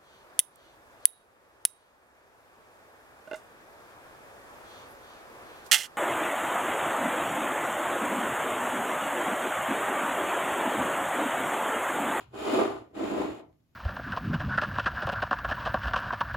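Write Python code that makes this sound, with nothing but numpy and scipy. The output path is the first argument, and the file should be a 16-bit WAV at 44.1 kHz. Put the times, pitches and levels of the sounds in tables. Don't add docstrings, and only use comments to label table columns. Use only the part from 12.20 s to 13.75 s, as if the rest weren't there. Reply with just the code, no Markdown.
import sys
import numpy as np
from scipy import signal
from scipy.io import wavfile
from scipy.ndimage import uniform_filter1d

SR = 44100
rng = np.random.default_rng(int(sys.argv[2]) if len(sys.argv) > 2 else 0)


def dump(signal):
    limited = np.clip(np.atleast_2d(signal).T, -1, 1)
    pcm = np.round(limited * 32767).astype(np.int16)
    wavfile.write(sys.argv[1], SR, pcm)


N = 68355
TIME = np.arange(N) / SR

# time in seconds, level of the body in dB, level of the treble in dB.
RUBBING = [(0, -54, -53), (.035, -64, -60), (.07, -74, -78.5), (.1, -80, -75), (.122, -58, -71),
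           (.145, -47, -55.5), (.19, -37.5, -46), (.255, -33.5, -42), (.345, -27, -37), (.43, -26, -40.5),
           (.495, -32, -49), (.6, -46.5, -61), (.68, -61, -79.5), (.728, -61.5, -82), (.752, -44, -55.5),
           (.785, -34.5, -50), (.85, -29.5, -45.5), (.893, -35, -46), (.925, -31, -46.5), (1.02, -30, -46),
           (1.09, -35, -51.5), (1.2, -46, -60), (1.25, -54, -93), (1.37, -76.5, -97), (1.55, -84.5, -84)]
def scrape():
    body_db, treble_db = in_time(RUBBING)
    force, judder = slips(), drift(per_second=49)
    body = from_db(body_db + 2.24 * judder)
    treble = from_db(treble_db + .35 * judder) + finger_ticks()
    broad = body * board_hum(force) + treble * foot_hiss(force)
    ringing = body * plate_and_table_ring(force) + treble * plate_ring(force)
    return broad + from_db(1) * room_echoes(broad) + ringing


def slips(per_second=4500, spread_db=.5, smooth_db=-4):
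    slipping = rng.random(N) < per_second / SR
    sizes = from_db(spread_db * np.minimum(rng.exponential(1, N), 4))
    pushes, smooth = rng.standard_normal((2, 2, 2, N))
    return rms_one(slipping * sizes * pushes) + from_db(smooth_db) * smooth


# pitch in Hz, width in Hz (narrow rings longer), relative level in dB in the first stroke,
# the same in the second stroke, dB louder on the left than on the right.
PLATE_AND_TABLE_NOTES = [(200.4, 15, -22.5, -14, -3), (241, 16, -15.5, -27.5, -1.5),
                         (296.7, 11, -11.5, -5.5, -2.5), (335.2, 20, -11.5, -10.5, 1.5),
                         (389.7, 12, -3.5, -11, 6), (401.9, 29, -5, -9, -16.5),
                         (487, 5.3, -13.5, -13.5, 1.5), (612.3, 16, -8.5, -9, 8),
                         (659.8, 5.6, -8.5, -10, -4), (758, 5.3, -13, -34, -8), (837.6, 11, -14, -22.5, 5),
                         (1003, 9, -18.5, -22, 16.5), (1047, 3.8, -16.5, -33, 5.5),
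                         (1186, 13, -13, -20.5, 7), (1231, 12, -20, -31.5, -9),
                         (1331.6, 7.8, -18.5, -23.5, -4.5), (1466, 5.6, -19.5, -36.5, -5)]
def plate_and_table_ring(force):
    return from_db(-.9) * ring_notes(force, PLATE_AND_TABLE_NOTES)


# pitch in Hz, width in Hz, relative level in dB in the first
# stroke, the same in the second stroke, dB louder on the left than on the right.
PLATE_NOTES = [(1870, 25, -14, -10.5, -12.5), (2474, 8.8, -10.5, -12, 1.5), (2988, 22, -14, -17, 4.5),
               (3123, 12, -14, -19, 1.5), (3460, 94, -22.5, -23, -5.5), (3805, 24, -19.5, -19, 7),
               (4510, 470, -23, -30, -2), (5144, 90, -23, -24, 2), (6780, 76, -23.5, -22.5, 0.5),
               (7270, 370, -14.5, -14, 3.5), (10290, 310, -18, -21, 0.5)]
def plate_ring(force):
    return ring_notes(force, PLATE_NOTES)


def ring_notes(force, notes, regrip_s=.7):
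    out = 0
    for k, (hz, width, first_db, second_db, pan_db) in enumerate(notes):
        ringing = resonate(resonate(force[k % 2], hz, width), hz, 6 * width)
        ringing /= np.sqrt(uniform_filter1d(ringing ** 2, size=2400) + .02)
        share = uniform_filter1d(from_db(np.where(TIME < regrip_s, first_db, second_db)), size=2000)
        out = out + pan(pan_db) * share * widen(*ringing, hz) / np.sqrt(2)
    return out


# frequency in Hz, relative level in dB.
BOARD_TONE = [(80, -35), (125, -10.5), (170, -23), (250, -6), (370, 3), (470, -7.5), (640, -2.5),
              (900, -9.5), (1250, -23), (1600, -23.5), (2100, -20), (3000, -46)]
def board_hum(force):
    return from_db(-8.5) * shaped_noise(force, BOARD_TONE)


# frequency in Hz, relative level in dB.
HISS_TONE = [(400, -9), (700, 5.5), (1300, 7), (2000, -3.5), (2600, 4.5), (3500, -1.5), (4300, -4.5),
             (4800, -10), (6000, -15.5), (7200, -7.5), (8900, -30), (10500, -10.5), (12800, -28),
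             (15200, -14.5)]
def foot_hiss(force):
    return from_db(-1) * shaped_noise(force, HISS_TONE)


# start in seconds, peak level in dB, pitch in Hz.
SHUDDERS = [(0.247, -39, 367), (0.327, -23, 268), (0.362, -21, 381), (0.822, -27, 308), (0.956, -31.5, 315),
            (0.995, -27, 385)]
def shudders(rise_s=.0086):
    out = np.zeros(N)
    for start, db, hz in SHUDDERS:
        age = np.maximum(TIME - start, 0)
        swell = age / rise_s * np.exp(1 - age / rise_s)
        out += from_db(db) * swell * np.sin(2 * np.pi * hz * age)
    return out


# time in seconds, relative level in dB.
THRUM_LEVELS = [(0, -57), (.28, -55.5), (.35, -55.5), (.42, -54), (.6, -54), (.71, -69), (.78, -54),
                (1.0, -53.5), (1.12, -46), (1.2, -69.5), (1.3, -59), (1.55, -94)]
# pitch in Hz, width in Hz, relative level in dB.
THRUM_NOTES = [(67.4, 17, -9.5), (113.2, 29, -6)]
def table_thrum():
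    level_db, = in_time(THRUM_LEVELS)
    low = 0
    for hz, width, db in THRUM_NOTES:
        push = rng.standard_normal(N)
        low = low + from_db(db) * resonate(resonate(push, hz, width), hz, 2 * width)
    return from_db(level_db - 2.5) * rms_one(low)


# start in seconds, level in dB.
FINGER_TICKS = [(1.328, -74.5), (1.402, -78)]
def finger_ticks(decay_s=.0048):
    return sum(from_db(db) * (TIME > start) * np.exp(-np.abs(TIME - start) / decay_s)
               for start, db in FINGER_TICKS)


def room_echoes(sound, fade_s=.22, dull_hz=3540):
    out = np.zeros((2, N))
    dull = signal.sosfilt(signal.butter(1, dull_hz, fs=SR, output="sos"), sound)
    lags = (rng.uniform(.007, .035, size=20) * SR).astype(int)
    for k, lag in enumerate(lags):
        side = k % 2
        loop, gain = dull[side].copy(), from_db(-60 * lag / SR / fade_s)
        for i in range(lag, N, lag):
            loop[i:i + lag] += gain * loop[i - lag:i][:N - i]
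        out[side] += (loop - dull[side]) * (-1) ** (k // 2)
    return out / np.sqrt(10)


# frequency in Hz, relative level in dB.
AIR_TONE = [(25, -14), (60, 0), (140, 1.5), (250, -3.5), (500, -20), (1000, -25), (3000, -27.5),
            (8000, -32), (15000, -33.5)]
def still_air():
    return from_db(-71) * shaped_noise(rng.standard_normal((2, 2, N)), AIR_TONE)


# frequency in Hz, dB louder on the left than on the right.
LEFT_LEAN = [(60, 7.5), (200, -5), (380, 1), (700, -1.5), (1300, 2), (4400, 2.5), (8000, -1), (15000, 0)]
def shaped_noise(drives, tone):
    out, edges = 0, 24 * 2 ** np.arange(0, 9.6, .25)
    for k, (low, high) in enumerate(zip(edges, edges[1:])):
        hz = np.sqrt(low * high)
        if tone[0][0] / 2 < hz < tone[-1][0] * 2:
            band = signal.butter(2, [low, high], "band", fs=SR, output="sos")
            mid, side = signal.sosfilt(band, drives[k % 2])
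            out = out + from_db(at_hz(tone, hz)) * pan(at_hz(LEFT_LEAN, hz)) * widen(mid, side, hz)
    return rms_one(out)


# frequency in Hz, likeness (1 is alike, -1 or less is opposite).
SIDE_LIKENESS = [(60, 1), (200, 0.56), (380, 0.81), (700, -0.029), (1300, 0.4), (2400, -0.044),
                 (5200, 0.019), (7000, .6), (9000, -2.2), (10500, 0.57), (13000, 1), (15000, -0.62)]
def widen(mid, side, hz):
    alike = np.clip(at_hz(SIDE_LIKENESS, hz), -.99, .99)
    return np.sqrt(1 + alike) * mid + np.sqrt(1 - alike) * side * [[1], [-1]]


def resonate(x, hz, width):
    r = np.exp(-np.pi * width / SR)
    return rms_one(signal.lfilter([1, 0, -1], [1, -2 * r * np.cos(2 * np.pi * hz / SR), r * r], x))


def drift(per_second):
    r = np.exp(-80 * np.pi * per_second / SR)
    slow = signal.lfilter([1], [1, -2 * r, r * r], rng.standard_normal(N // 40 + 2002))[2000:]
    return np.interp(np.arange(N) / 40, np.arange(len(slow)), rms_one(slow))


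def pan(db):
    return rms_one(from_db(np.array([[db], [-db]]) / 2))


def in_time(rows):
    seconds, *columns = np.transpose(rows)
    return [np.interp(TIME, seconds, column) for column in columns]


def at_hz(rows, hz):
    frequencies, values = np.transpose(rows)
    return np.interp(np.log(hz), np.log(frequencies), values)


def from_db(db):
    return 10 ** (np.asarray(db) / 20)


def rms_one(x):
    return x / np.sqrt(np.mean(x ** 2) + 1e-20)


def scene():
    air = still_air()
    return scrape() + shudders() + table_thrum() + air


def record(dry):
    return signal.sosfilt(signal.ellip(10, .2, 80, 15800, fs=SR, output="sos"), dry)


dry = scene()
out = record(dry)
dump(out)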